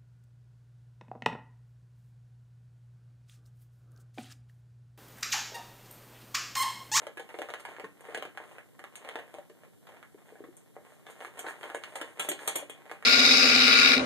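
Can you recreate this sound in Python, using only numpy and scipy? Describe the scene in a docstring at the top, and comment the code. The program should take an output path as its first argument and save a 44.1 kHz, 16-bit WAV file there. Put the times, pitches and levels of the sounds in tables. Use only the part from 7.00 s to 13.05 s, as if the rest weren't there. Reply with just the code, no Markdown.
"""Dry kibble clacks against a dog's teeth and a steel bowl, on carpet close to a wall.
Each clack is a short noise-like click with a spray of crumbling; random grains make the muzzle's stirring.
Decaying sines make the clops of the gulping mouth, the ring of the rim and the thuds of the wire stand;
hard shoves make the bowl clank. A small room answers over a faint hush, and two close microphone ports,
each minus the delayed other, pick it all up with some electronic hiss."""
import sys
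import numpy as np
from scipy import signal
from scipy.fft import rfft, irfft, next_fast_len
from scipy.io import wavfile

SR = 44100
rng = np.random.default_rng(int(sys.argv[2]) if len(sys.argv) > 2 else 0)


def transcribe(u):
    """Save the signal u as a 16-bit wav file named by the first command-line argument.

    u: samples, shape (n,) or (channels, n), limited to [-1, 1]; the rate is SR.
    q: integer samples, one column per channel.
    """
    v = np.clip(np.atleast_2d(u).T, -1, 1)
    q = np.round(v * 32767).astype(np.int16)
    wavfile.write(sys.argv[1], SR, q)


N = 266805

SIZE = 16384  # samples in one single sound or response
T = np.arange(SIZE) / SR  # s
HZ = np.fft.rfftfreq(SIZE, 1 / SR)
LEAD = .005  # s from the start of a spray of contacts to its main one


def amp(db):
    """Decibels to gain."""
    return 10 ** (np.asarray(db) / 20)


def unit(x):
    """Scale to rms 1."""
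    return x / np.sqrt(np.mean(x ** 2) + 1e-20)


def fade(t60, t=T):
    """Exponential decay that falls 60 dB in t60 seconds."""
    return np.exp(-np.log(1000) * t / np.maximum(t60, 1e-4))


def along(points, hz):
    """Interpolate (f/Hz, value) points on a log frequency axis."""
    f, v = np.transpose(points)
    return np.interp(np.log(hz + 1), np.log(f + 1), v)


def filtered(x, response):
    """Multiply the spectrum of x by a response of frequency."""
    m = next_fast_len(N + SIZE)
    spectrum = rfft(x, m) * response(np.fft.rfftfreq(m, 1 / SR))
    return irfft(spectrum, m)[..., :N]


def click(colour_db):
    """The most compact causal pulse with this spectrum: minimum phase, by folding the cepstrum."""
    cepstrum = irfft(np.log(amp(colour_db)))
    cepstrum[1:SIZE // 2] *= 2
    cepstrum[SIZE // 2 + 1:] = 0
    return irfft(np.exp(rfft(cepstrum)))


def through(x, response):
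    """Convolution, cut to the length of x."""
    return signal.fftconvolve(np.atleast_2d(x), np.atleast_2d(response), axes=1)[:, :x.shape[-1]]


def add(track, s, sound):
    """Lay a sound into the track at time s."""
    start = max(round(s * SR), 0)
    track[:, start:start + SIZE] += sound[:, :max(N - start, 0)]


def clacks(lag_s=0.0015):
    """Pellets snap between the teeth and knock on the bowl: a dead contact amid a spray of crumbling."""
    # the loudest pellets hit by teeth and bowl, levels relative:
    # (t/s, level/dB, dull body/dB, sharp edge/dB, crumbling/dB)
    clack_events = [(.067, -28, 7.5, -9.5, -4.5), (.173, -31, -2, -11.5, 12), (.195, -31.5, 8, -5, 15),
                    (.291, -37, 0, -12.5, 11), (.341, -31, 1.5, -18.5, 0), (.387, -25.5, 15, -6, -7),
                    (.417, -26, 0, -11.5, -17), (.487, -31, -2.5, -16, 6), (.502, -32, 9.5, -4.5, -17),
                    (.537, -26.5, -5, -12, -12), (.597, -39.5, -5, -7, 1), (.65, -29.5, -9, -14.5, 6),
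                    (.764, -38, -10, -19, -9), (.783, -36.5, 4, -24, -13), (.797, -31.5, -9, -18, 3),
                    (.84, -33.5, 0, -18, 15), (1.084, -34.5, 3, -24, 13), (1.146, -23.5, -5.5, -13.5, -3),
                    (1.174, -28, 17, -1, -2), (1.223, -27.5, -2.5, -12, -4), (1.251, -31.5, 7, -12, -3),
                    (1.373, -30.5, -12, -13.5, -10), (1.4, -36.5, 2, -30, -14), (1.582, -36, 2, -15.5, -6),
                    (1.792, -38, 3, -12.5, -4), (1.839, -34, -8, -17, -30), (1.954, -35.5, -29, -7, -12),
                    (2.047, -36, 1, -10, -5), (2.088, -30.5, -10.5, -11.5, -9), (2.155, -26, 6, -13, -2.5),
                    (2.188, -32, 3, -14, 4), (2.34, -36, 7, -7.5, -6), (2.384, -36.5, 5.5, -15, -11),
                    (2.497, -41, 8.5, -5, 2), (2.869, -43, -12, -12, 12), (2.889, -39.5, 4, -11.5, 5),
                    (3.027, -40, -14.5, -17.5, -15), (3.354, -44.5, 4, -32, 1), (3.439, -37, 8, -18.5, 23),
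                    (3.764, -37, 7, -33, -6.5), (4.066, -39.5, -7, -12, -1),
                    (4.204, -35.5, -0.5, -12, -5.5), (4.247, -32.5, -11, -17.5, -10),
                    (4.391, -32, -2.5, -7, 2), (4.443, -31, 0, -30, 14), (4.464, -26.5, -4, -18, 5),
                    (4.484, -28.5, -13, -22, -8), (4.63, -30.5, -6, -16.5, 4), (4.699, -32.5, -1, -14, -16),
                    (4.746, -24, 0, -14, -0.5), (4.836, -29, -22, -10, -22), (4.955, -27.5, 2.5, -7, 3),
                    (5.013, -25, -2.5, -10, 3), (5.195, -23, -6.5, -8, 4.5), (5.286, -23.5, 5.5, -11, 13),
                    (5.315, -23.5, 3, -3, 0), (5.39, -35.5, -28, -11.5, -3), (5.477, -20.5, 1, -3, 0.5),
                    (5.554, -23.5, 11.5, -4.5, 2), (5.696, -36, 7, -15, -7), (5.895, -36.5, -5, -17, 13),
                    (5.913, -29.5, -4, -15.5, -10), (6.024, -35, -12, -17.5, -9)]
    track = np.zeros((2, N))
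    for s, db, body_db, edge_db, crumble_db in clack_events:
        spray = crumble(rate=1200, t60=0.043, follow_db=crumble_db, build_t60=0.011)
        hit = through(spray, pellet(body_db, edge_db, uneven_db=2.0))
        hit = through(hit / np.linalg.norm(hit), space(room_db=-2.5, ring_db=-12.5))
        add(track, s + lag_s - LEAD, amp(db + 16.0) * hit)
    return track


def pellet(body_db, edge_db, uneven_db=3):
    """One dead contact: body below and edge above its clack, and broad random resonances of its own."""
    # spectrum of a pellet's contact before these changes: (f/Hz, relative level/dB)
    pellet_spectrum = [(30, -19.5), (100, -22.5), (200, -22), (330, -2), (550, 3.5), (1100, -3.5),
                       (2100, -4.5), (2900, 9.5), (3800, -2.5), (5200, -15), (7200, -7), (9000, -10.5),
                       (14000, -22.5)]
    tone = np.interp(np.log(HZ + 1), np.log([530, 1290, 2105, 3040]), [body_db, 0, 0, edge_db])
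    own = np.interp(HZ, np.linspace(0, SR / 2, 70), rng.standard_normal(70))
    return click(along(pellet_spectrum, HZ) + tone + uneven_db * own)


def crumble(rate, t60, follow_db, build_t60):
    """A spray of small contacts, rate per second, that builds up to the main one and dies away."""
    envelope = fade(np.where(T < LEAD, build_t60, t60), np.abs(T - LEAD))
    spray = (rng.random(SIZE) < rate / SR) * rng.standard_normal(SIZE) * envelope
    spray *= amp(follow_db) / (np.linalg.norm(spray) + 1e-9)
    spray[round(LEAD * SR)] += 1  # the main contact
    return spray


def stirring(count=8):
    """Pellets tumble over each other and scrape the steel as the muzzle digs: random grains of contact."""
    # digs of the muzzle into the pellets, about four a second:
    # (t/s at the height, length/s, tumbling level/dB, scraping level/dB)
    muzzle_digs = [(-0.007, 0.085, -45, -59.5), (0.217, 0.078, -60, -66.5), (0.38, 0.19, -55.5, -63.5),
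                   (0.597, 0.039, -59, -59), (0.691, 0.11, -46.5, -67), (1.104, 0.17, -47, -70),
                   (1.466, 0.21, -56, -67), (2.122, 0.26, -48.5, -72), (2.356, 0.14, -65, -74),
                   (2.638, 0.029, -58, -85), (2.94, 0.091, -54, -79), (3.288, 0.19, -60, -71),
                   (3.914, 0.16, -65.5, -69), (4.101, 0.078, -48, -60.5), (4.232, 0.11, -48.5, -60),
                   (4.385, 0.082, -47, -56.5), (4.486, 0.052, -45.5, -49.5), (4.645, 0.18, -47.5, -59),
                   (5, 0.36, -50.5, -63), (5.23, 0.083, -42.5, -49), (5.434, 0.11, -48.5, -52.5),
                   (5.565, 0.12, -48.5, -54), (5.876, 0.23, -57.5, -75)]
    # spectrum of a pellet scraping on steel: (f/Hz, relative level/dB)
    scrape_spectrum = [(1500, -19), (3300, -4), (5200, -19), (7100, -5.5), (8800, -2), (10500, -14.5),
                       (14000, -13)]
    settling_db = -66.5  # pellets keep settling under and between the digs
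    tumble, scrape = amp(settling_db), 0
    for s, length, tumble_db, scrape_db in muzzle_digs:
        push = swell(s, length)
        tumble = tumble + amp(tumble_db) * push
        scrape = scrape + amp(scrape_db) * push
    track = np.zeros((2, N))
    for _ in range(count):  # each pass has its own pellet and its own spot in the bowl
        knock = through(pellet(body_db=0.6, edge_db=-15.5, uneven_db=0.5), space(room_db=-0.5, ring_db=-17.0))
        tumbling = tumble * grains(rate=30, spread_db=4.5)
        track += through(tumbling, knock / np.linalg.norm(knock[0]))
        # the scrape reaches the ports almost wholly as diffuse room sound
        tick = through(click(along(scrape_spectrum, HZ)), space(room_db=43.0, ring_db=-26))
        scraping = scrape * grains(rate=81, spread_db=6)
        track += through(scraping, tick / np.linalg.norm(tick[0]))
    return track / np.sqrt(count)


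def swell(s, length):
    """The push of one dig: a bell curve with its height at time s, easing off slightly faster than it grows."""
    since = np.arange(N) / SR - s
    width = length * np.where(since < 0, 1, 0.95)
    return np.exp(-(2 * since / width) ** 2)


def grains(rate, spread_db):
    """Random contacts, rate per second, mostly small and a few large, at rms 1."""
    sizes = amp(spread_db * np.minimum(rng.exponential(size=N), 3)) * rng.choice([-1, 1], N)
    return unit((rng.random(N) < rate / SR) * sizes)


def clops(t60=0.039, rise=0.004, lag_s=0.00086):
    """The closing mouth rings briefly like a small cavity: one quickly decaying sine."""
    # hollow clops of the mouth: (t/s, relative level/dB, f/Hz)
    clop_events = [(0.837, -31.5, 426), (2.383, -30.5, 592), (3.145, -37.5, 391), (3.322, -35.5, 460),
                   (3.404, -30.5, 394), (3.438, -37, 324), (3.485, -36, 350), (5.625, -27.5, 536)]
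    track = np.zeros((2, N))
    for s, db, hz in clop_events:
        pop = np.sin(2 * np.pi * hz * T) * fade(t60) * (1 - fade(rise))
        placed = through(pop / pop.max(), space(room_db=-6.5, ring_db=-25.0, wall_db=-5))
        add(track, s + lag_s, amp(db - 7) * placed)
    return track


def clanks(lag_s=0.00081, rim_t60=0.21, detune=0.0023):
    """Steel chatters on wire for a moment and the rim rings on, a little differently at each touch."""
    # the bowl rattling in its stand: (t/s, relative level/dB, relative low ring/dB)
    clank_events = [(1.006, -53.5, -13), (1.146, -43, -10), (1.956, -42, -21), (3.567, -48, -18),
                    (4.391, -36.5, -36), (4.747, -40.5, -18), (4.955, -36.5, -26), (5.195, -22, 1),
                    (5.288, -22, -9), (5.475, -22, -12), (5.556, -23, -10), (5.696, -34, -0.5),
                    (5.913, -49.5, -11)]
    # spectrum of one contact of steel on wire: (f/Hz, relative level/dB)
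    chatter_spectrum = [(300, -36), (1500, -36), (2200, 6), (3300, 8.5), (4000, -13), (5100, -30.5),
                        (6000, -3.5), (6800, -3.5), (7400, 4.5), (8650, 5), (10200, -9), (11600, -2.5),
                        (14000, -30)]
    # high modes of the bowl's rim: (f/Hz, relative level/dB)
    rim_modes = [(2942, -57), (3372, -43), (6228, -70), (6842, -51.5), (7241, -64), (7951, -70),
                 (8398, -44), (8699, -56)]
    track = np.zeros((2, N))
    below = along([(4000, 1), (6000, 0)], HZ)  # where the low ring acts on the chatter
    for s, db, low_db in clank_events:
        contact = click(along(chatter_spectrum, HZ) + (low_db + 5.5) * below)
        hit = through(crumble(rate=5000, t60=0.023, follow_db=12, build_t60=0.0033), contact)
        hit = through(hit, space(room_db=2.5, ring_db=-12))
        ring = np.zeros((2, SIZE))
        for hz, level in rim_modes:
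            turns = hz * rng.normal(1, detune) * T + rng.random((2, 1))  # own phase at each port
            gain = amp(level + (low_db + 6.5) * (hz < 5000))
            ring += gain * np.sin(2 * np.pi * turns) * fade(rim_t60)
        add(track, s + lag_s - LEAD, amp(db + 21.0) * hit / np.linalg.norm(hit[0]))
        add(track, s + lag_s, amp(db + 12.5) * ring / np.linalg.norm(ring[0]))
    return track


def bumps(rise=0.0059, wire_hz=291, wire_t60=0.75):
    """A shove thuds through the stand into the carpet and leaves the wire frame humming: decaying sines."""
    # the stand bumping on the carpet: (t/s, relative level/dB, relative wire ring/dB)
    bump_events = [(.840, -46, -9), (1.148, -56.5, -9), (1.255, -54, -8), (5.195, -51, 3),
                   (5.288, -48, 3.5), (5.475, -52, -4), (5.555, -50, -2.5)]
    # modes of the stand on the carpet: (f/Hz, relative level/dB, t60/s)
    thud_modes = [(135, -13.5, 0.16), (186, 2, 0.087)]
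    track = np.zeros((2, N))
    for s, db, wire_db in bump_events:
        thud = sum(amp(level) * np.sin(2 * np.pi * hz * T) * fade(t60) for hz, level, t60 in thud_modes)
        thud += amp(wire_db - 8) * np.sin(2 * np.pi * wire_hz * T) * fade(wire_t60)
        placed = through(thud * (1 - fade(rise)), space(room_db=-6, ring_db=-32))
        add(track, s, amp(db + 1.0) * placed)
    return track


def space(room_db, ring_db, wall_db=-8, wall_s=.0066, ring_t60=0.18):
    """Response at both ports to one spot in the bowl: direct sound, wall echo, bowl ring and room tail."""
    # decay of the small room: (f/Hz, t60/s)
    room_decay = [(200, 0.32), (600, 0.16), (1500, 0.31), (3700, 0.23), (10000, 0.14)]
    # low modes of the loaded bowl: (f/Hz, relative level/dB)
    bowl_modes = [(463.0, -59.5), (586.8, -59.5), (672.9, -97), (786.0, -55.5), (888.2, -61.5), (1071, -57),
                  (1147, -67), (1610, -66), (1685, -53.5), (1825, -56.5), (1965, -60), (2180, -53)]
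    hz, t, noise = signal.stft(pair(SIZE), SR, nperseg=256)
    decaying = noise * fade(along(room_decay, hz)[:, None], t)
    tail = signal.istft(decaying, SR, nperseg=256)[1][:, :SIZE] * (1 - fade(0.0022))
    mode_hz, mode_db = np.transpose(bowl_modes)
    strength = amp(mode_db + rng.normal(0, 1.3, len(bowl_modes)))  # each spot excites the modes differently
    turns = mode_hz[:, None] * T + rng.random((len(bowl_modes), 1))
    ring = strength @ np.sin(2 * np.pi * turns) * fade(ring_t60)
    near = amp(ring_db) * ring / np.linalg.norm(ring)
    near[0] += 1  # direct sound
    near[round(wall_s * SR)] += amp(wall_db)
    # the bowl is left of centre, so the right port hears it a few samples later
    late = rng.integers(2, 5)
    return np.array([near, np.roll(near, late)]) + amp(room_db) * tail / np.linalg.norm(tail[0])


def pair(length, alike=1, spread_s=0.0004):
    """Diffuse noise at two close ports: most alike in the bass, unrelated in the treble."""
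    likeness = np.clip(alike * np.sinc(2 * spread_s * np.fft.rfftfreq(length, 1 / SR)), -1, 1)
    spectra = rfft(rng.standard_normal((2, length))) * np.sqrt([1 + likeness, 1 - likeness])
    shared, own = irfft(spectra, length)
    return unit(np.array([shared + own, shared - own]))


def hush():
    """Low murmur of the house's air and a thin hiss: steady filtered noise."""
    # spectrum of the quiet room: (f/Hz, relative level/dB per Hz)
    hush_spectrum = [(25, -33), (50, -27), (80, -4.5), (130, 1), (300, -3), (550, -4.5), (900, -19.5),
                     (1300, -26), (1900, -46), (3000, -15.5), (5400, -29), (8000, -57), (14000, -22)]
    return amp(-64) * unit(filtered(pair(N, alike=0.16), lambda hz: amp(along(hush_spectrum, hz))))


def scene():
    """Everything at the bowl, over the quiet room."""
    return clacks() + stirring() + clops() + clanks() + bumps() + hush()


def record(dry):
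    """Each channel is one port minus the delayed other one; then the tone curve, hiss and band limit."""
    # tone of the microphone, bass lifted and middle lowered: (f/Hz, gain/dB)
    mic_curve = [(40, 0), (125, 3), (250, 3.5), (500, -2), (1000, -4.5), (1400, -4), (2100, -3),
                 (2700, -6.5), (4000, -3), (14000, -0.5)]
    # spectrum of the electronic hiss: (f/Hz, relative level/dB per Hz)
    hiss_spectrum = [(1500, -63), (3000, -12), (5400, 1), (8000, 7), (14000, 5)]
    port_lag, top_hz = .00038, 13950  # s, Hz
    channels = dry - filtered(dry[::-1], lambda hz: np.exp(-2j * np.pi * hz * port_lag))
    channels = filtered(channels, lambda hz: amp(along(mic_curve, hz)))
    noise = rng.standard_normal((2, N))
    hiss = amp(-68.5) * unit(filtered(noise, lambda hz: amp(along(hiss_spectrum, hz))))
    return filtered(channels + hiss, lambda hz: 1 / np.sqrt(1 + (hz / top_hz) ** 300))


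dry = scene()
out = record(dry)
transcribe(out)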